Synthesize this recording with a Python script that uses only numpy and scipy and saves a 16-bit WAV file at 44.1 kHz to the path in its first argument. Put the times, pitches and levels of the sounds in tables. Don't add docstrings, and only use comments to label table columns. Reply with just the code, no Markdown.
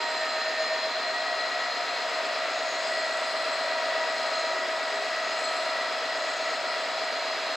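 import sys
import numpy as np
from scipy import signal
from scipy.fft import rfft, irfft, next_fast_len
from scipy.io import wavfile
from scipy.ndimage import uniform_filter1d

SR = 44100
rng = np.random.default_rng(int(sys.argv[2]) if len(sys.argv) > 2 else 0)


def master_out(mix):
    frames = np.transpose(np.atleast_2d(mix))
    ceiling = np.clip(frames, -1, 1)
    pcm = np.round(ceiling * 32767).astype(np.int16)
    wavfile.write(sys.argv[1], SR, pcm)


N = 333396
TIME = np.arange(N) / SR
IDLE_RATE = 8.169
STAGE_RATES = (8.08, 8.13, 8.168)

# t/s, relative level/dB
WHINE_LEVEL = [(0, -42.5), (.2, -36), (.5, -34), (.62, -33), (.75, -33.5), (.95, -36), (1.15, -38.5),
               (1.35, -36.5), (1.7, -43), (2.2, -36.5), (2.8, -35.7), (3.6, -33.5), (4.2, -33.8), (5, -35),
               (6.6, -36.5), (7.56, -37.5)]
# order, relative level/dB when slow, rising, settled
GEAR_LINES = [(68, -25, -20, -22), (72, -30, -15, -14), (73, -24, -18, -23), (81, -24, -20, -14),
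              (84, -24, -17, -20), (88, -20, -17, -17), (147, -24, -24, -20), (152, -18, -9, -16.5),
              (153, -21, -17, -20), (200, -22, -19, -20), (226, -12, -17, -21), (232, -19, -17, -19)]
# place in the turn/turns, relative strength/dB when slow, rising, settled
CYLINDERS = [(.04, 3, -7, -11), (.14, -1, -1, 2.5), (.225, -1, -2, 4), (.31, -5, -11, -2),
             (.405, -9, -3, -4.5), (.47, -10, 1.5, 1.5), (.525, -12, -7, -6.5), (.61, -8, 4.5, .5),
             (.71, 2, 1.5, 1), (.8, 3.5, 1, 1), (.875, 3.5, -6, -1.5), (.96, 3.5, -4, -7)]
# t/s, factor on their strengths in dB
UNEVENNESS = [(0, .35), (.45, .5), (.7, 1.1), (1.35, 1.5), (1.9, 1), (7.56, 1)]
OVERTONE_ORDERS = (117.14, 158, 164, 237)
# t/s, relative level/dB
OVERTONE_LEVELS = [
    [(0, -41), (.45, -50.5), (.8, -45), (1.3, -52), (1.9, -44.5), (2.5, -51.5), (3.5, -46), (4.2, -42),
     (5, -47.5), (6, -48), (7.56, -51)],
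    [(0, -46), (.45, -41.5), (.8, -56), (1.15, -42.5), (1.85, -44), (2.2, -53), (2.95, -56), (3.3, -49),
     (4.4, -42), (6.2, -43.5), (7.56, -45.5)],
    [(0, -52), (1, -58), (1.8, -45), (2.1, -55), (2.4, -41.5), (2.95, -49), (3.4, -41), (4.6, -52),
     (5.8, -46), (6.8, -47), (7.56, -55)],
    [(0, -43), (.3, -44.5), (.85, -52), (1.25, -38), (1.55, -41), (1.8, -44.5), (2.05, -45), (2.25, -44),
     (2.7, -46), (3, -40.5), (3.5, -41.5), (3.9, -39.5), (4.4, -41.5), (4.9, -43), (5.15, -39), (5.4, -43),
     (6.7, -44), (7.56, -52)],
]
# t/s, level/dB
BOOM_LEVEL = [(0, -43), (.85, -52), (1.05, -40), (1.8, -39), (2.4, -42), (3, -46.5), (7.56, -47)]
# t/s, level/dB
LOW_WHISTLE_LEVEL = [(0, -50), (.18, -41), (.25, -46), (.33, -46), (.42, -48), (.55, -53), (.72, -59),
                     (.83, -48), (.95, -38.5), (1.03, -44), (1.17, -44), (1.33, -49), (1.48, -42),
                     (1.62, -55), (2.4, -60), (3.15, -50), (3.3, -43), (3.6, -41.5), (3.8, -49), (4, -62),
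                     (4.2, -48), (4.35, -40), (4.5, -46), (4.75, -66), (5.2, -59), (5.45, -45), (5.6, -45),
                     (5.8, -56), (6.5, -58), (7.2, -44), (7.56, -52)]
# t/s, level/dB
HIGH_WHISTLE_LEVEL = [(0, -39), (.08, -45.5), (.38, -38.5), (.51, -43), (.58, -42.5), (.66, -41),
                      (.72, -43), (.8, -36), (.89, -44), (1, -47), (1.07, -36), (1.15, -39.5), (1.22, -44),
                      (1.48, -42), (1.57, -49), (1.66, -45), (1.72, -36), (1.84, -48), (1.9, -44),
                      (1.98, -39.5), (2.07, -53), (2.14, -45.5), (2.22, -51), (2.6, -48.5), (2.95, -41.5),
                      (3.15, -46), (3.55, -52), (3.8, -45.5), (4.05, -51), (4.35, -45.5), (4.7, -55),
                      (5.2, -53), (5.4, -45), (5.8, -49.5), (6.15, -53), (6.75, -44.5), (6.95, -51),
                      (7.56, -49)]
# order, width/Hz, level/dB
TURBO_LINES = [(402, 8, -62), (503.1, 10, -55.5), (1018.6, 30, -72), (1031, 27, -80)]
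# t/s, duration/s, relative shriek level/dB, hiss level/dB
FLARES = [(.15, 0.28, -48, -64), (1.2, .25, -56, -72), (2.12, .18, -53, -69), (2.94, 0.24, -49, -59.5),
          (3.2, .15, -51, -64), (3.38, 0.22, -53, -58), (3.58, .2, -49.5, -62), (3.86, .15, -62, -63),
          (4.35, .52, -53.5, -66), (4.99, .18, -52.5, -63), (5.43, 0.11, -46.5, -57), (5.57, 0.2, -50, -57),
          (6.33, .3, -53, -65), (6.75, .3, -55, -68)]
# f/Hz, relative level/dB
CLATTER_SPECTRUM = [(60, -118), (105, -106), (145, -97.5), (215, -88.5), (265, -78), (320, -81.5),
                    (400, -78.5), (500, -73.5), (610, -70.5), (730, -66), (860, -76.5), (1300, -73.5),
                    (2000, -73), (3500, -99.5), (8000, -130)]
# f/Hz, spectral density level/dB
RUSH_SPECTRUM = [(30, -110), (100, -110), (160, -100), (215, -88.5), (275, -79.5), (550, -70.5),
                 (1150, -68.5), (1500, -70), (1900, -68.5), (2800, -70.5), (3080, -76), (4400, -74.5),
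                 (5500, -82), (7200, -85.5), (8100, -95), (9500, -103), (15500, -110)]
# f/Hz, width/Hz, spectral density level/dB
DUCT_MODES = [(3343, 246, -72), (4060, 430, -71.5), (4973, 240, -70)]
# t/s, peak level/dB
HISS_SWELLS = [(.62, -55), (1.62, -56), (2.72, -49), (3.05, -53), (3.95, -57), (4.42, -50.5), (5.28, -51.5),
               (6.37, -49.5), (7.32, -57)]
# f/Hz, relative level/dB
THIN_SPECTRUM = [(6500, -28), (7900, 10), (8900, 1), (9600, -4), (10400, -2), (12000, -21), (15500, -26)]
# middle t/s, duration/s, f/Hz, relative level/dB
HOOTS = [(4.615, 0.13, 367.7, -52), (4.974, 0.11, 411, -49.5)]
# f/Hz, level/dB
SCATTER_SPECTRUM = [(40, 4), (80, 12), (130, -20), (280, -15), (600, -17.5), (1100, -13.5), (2000, -13),
                    (4200, -11), (5600, -13), (7500, -21.5), (9500, -46), (12000, -14)]
# f/Hz, level/dB
BALANCE = [(700, .6), (2400, 0), (4200, 2), (5000, 2.5), (7000, 0)]


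def gears(turn, speed):
    mesh_teeth, twist_peak_turns = 79, .49
    twist_teeth = stages(speed, (.02, .08, .115))
    twist = twist_teeth * np.cos(2 * np.pi * 2 * (turn - twist_peak_turns))
    load = tooth_load(turn, speed)
    whine = undb(.5) * load * tone(mesh_teeth * turn + twist, jitter=.044, rate=8.3)
    throb = 1 + .33 * (load - 1)
    for order, *levels_db in GEAR_LINES:
        db = stages(speed, levels_db) + 2 + 2 * walk(1.99) + 1.6 * walk(16)
        whine += undb(db) * throb * tone(order * turn, jitter=.43, rate=7)
    return undb(curve(WHINE_LEVEL)) * whine + overtones(turn, load)


def tooth_load(turn, speed):
    push_turns = stages(speed, (.105, .07, .076))
    unevenness = curve(UNEVENNESS)
    load = 0
    for place, *levels_db in CYLINDERS:
        away = (turn - place + .5) % 1 - .5
        strength = undb(stages(speed, levels_db) * unevenness)
        load += strength * 2 ** -((2 * away / push_turns) ** 2)
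    power = uniform_filter1d(load ** 2, int(2 * SR / IDLE_RATE))
    return load / np.sqrt(power) * undb(walk(30))


def overtones(turn, load):
    ring = 0
    for order, levels in zip(OVERTONE_ORDERS, OVERTONE_LEVELS):
        db = curve(levels) + 1.56 + 1.5 * walk(14)
        late_load = np.interp(turn - rng.random(), turn, load)
        throb = 1 + .85 * (late_load - 1)
        ring += undb(db) * throb * tone(order * turn, jitter=.54, rate=7)
    return ring


def governor():
    sag, settle_s, period_s = .149, 2, 12.8
    return IDLE_RATE - sag * np.exp(-TIME / settle_s) * np.cos(2 * np.pi * TIME / period_s)


def casing(turn):
    order, peak_turns, sharpness = 87, .61, 1.9
    swell = np.abs(np.cos(np.pi * (turn - peak_turns))) ** sharpness
    ring = swell * tone(order * turn, jitter=.42, rate=22)
    return unit(ring) * undb(curve(BOOM_LEVEL) + walk(12))


def turbo(turn, speed):
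    low_order, high_order, shriek_order = 507.63, 515.5, 939.6
    low = undb(curve(LOW_WHISTLE_LEVEL) + .75 * walk(12)) * tone(low_order * turn, jitter=.12, rate=35)
    high = undb(curve(HIGH_WHISTLE_LEVEL) + 1.6 * walk(26)) * tone(high_order * turn, jitter=.65, rate=28)
    rest_db = stages(speed, (-56.5, -55, -55.5))
    flare = surges(rest_db, [(s, length, db) for s, length, db, _ in FLARES])
    shriek = .33 * smeared(shriek_order * turn, 70) + .61 * smeared(shriek_order * turn, 380)
    lines = sum(undb(db) * smeared(order * turn, width) for order, width, db in TURBO_LINES)
    throb = 1 + .16 * pulse(turn, order=1) + .18 * pulse(turn, order=2) + .14 * pulse(turn, order=3)
    return (low + high + flare * shriek + lines) * throb


def clatter(turn):
    size = SR // 16 * 2
    phases = 2 * np.pi * rng.random(size // 2 + 1)
    one_turn = unit(irfft(np.exp(1j * phases)))
    rattle = np.interp(turn % 1, np.arange(size) / size, one_turn)
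    blurred = 1.15 * rattle + .5 * scatter(rattle, t60=.38)
    return colour(blurred, CLATTER_SPECTRUM) * np.sqrt(SR / 2)


def air(turn, speed):
    rush = colour(noise(), RUSH_SPECTRUM) * undb(.36 * walk(3.49) + .57 * pulse(turn, order=1))
    for hz, width_hz, db in DUCT_MODES:
        rush += band(hz, width_hz) * undb(db + .5 * walk(6.4) + .82 * walk(35))
    swell = surges(rest_db=-60.5, events=[(s, .27, db) for s, db in HISS_SWELLS])
    singing = unit(band(hz=6720, width_hz=350)) * swell * undb(1.5 * walk(30))
    rest_db = stages(speed, (-75, -74, -67))
    flare = surges(rest_db, [(s, length, db) for s, length, _, db in FLARES])
    thin = unit(colour(noise(), THIN_SPECTRUM)) * flare * undb(1.8 * walk(25))
    return rush + singing + thin


def hoot():
    call = sum(undb(db) * np.sqrt(hump(s, length)) * tone(hz * TIME, jitter=.5, rate=28)
               for s, length, hz, db in HOOTS)
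    return 1.2 * call + .39 * scatter(call, t60=.4)


def scatter(x, t60):
    tail = rng.standard_normal(SR) * np.exp(-np.log(1000) * TIME[:SR] / t60)
    return signal.fftconvolve(x, tail / np.linalg.norm(tail))[:N]


def tone(cycles, jitter, rate):
    wander = jitter * walk(rate)
    return np.sqrt(2) * np.sin(2 * np.pi * (cycles + rng.random()) + wander)


def smeared(cycles, width_hz):
    return walk(width_hz) * np.cos(2 * np.pi * cycles) + walk(width_hz) * np.sin(2 * np.pi * cycles)


def pulse(turn, order):
    return np.cos(2 * np.pi * (order * turn + rng.random()))


def noise():
    return rng.standard_normal(N) * np.sqrt(SR / 2)


def band(hz, width_hz):
    return shape(noise(), lambda f: 1 / (1 + ((f - hz) / (width_hz / np.sqrt(2))) ** 2))


def colour(x, points):
    hz, db = np.transpose(points)
    return shape(x, lambda f: undb(np.interp(np.log(f + 1), np.log(hz), db)))


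def shape(x, gain_at):
    size = next_fast_len(N)
    hz = np.arange(size // 2 + 1) * SR / size
    return irfft(rfft(x, size) * gain_at(hz), size)[:N]


def walk(rate):
    k = int(SR / rate)
    steps = np.repeat(rng.standard_normal(N // k + 2), k)
    return np.sqrt(2) * uniform_filter1d(uniform_filter1d(steps, k), k)[k // 2:k // 2 + N]


def surges(rest_db, events):
    return np.sqrt(undb(rest_db) ** 2 + sum(undb(db) ** 2 * hump(s, length) for s, length, db in events))


def hump(middle_s, length_s):
    return 2 ** -((2 * (TIME - middle_s) / length_s) ** 2)


def stages(speed, values):
    return np.interp(speed, STAGE_RATES, values)


def curve(table):
    return np.interp(TIME, *np.transpose(table))


def undb(db):
    return 10 ** (np.asarray(db) / 20)


def unit(x):
    return x / np.std(x)


def scene():
    speed = governor()
    turn = np.cumsum(speed) / SR
    direct = gears(turn, speed) + casing(turn) + clatter(turn) + air(turn, speed)
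    direct += turbo(turn, speed) + hoot()
    drift_rad = 1.5 * walk(1.2)
    reflections = signal.hilbert(scatter(direct, t60=.16)) * np.exp(1j * drift_rad)
    side = colour(reflections.real, SCATTER_SPECTRUM)
    left = colour(direct, [(hz, db / 2) for hz, db in BALANCE])
    right = colour(direct, [(hz, -db / 2) for hz, db in BALANCE])
    return np.array([left + side, right - side])


def record(dry):
    top_hz, fade_s = 15700, .005
    fade = np.minimum(np.minimum(TIME, TIME[-1] - TIME) / fade_s, 1)
    return signal.sosfilt(signal.ellip(10, .2, 70, top_hz, fs=SR, output="sos"), dry * fade)


dry = scene()
out = record(dry)
master_out(out)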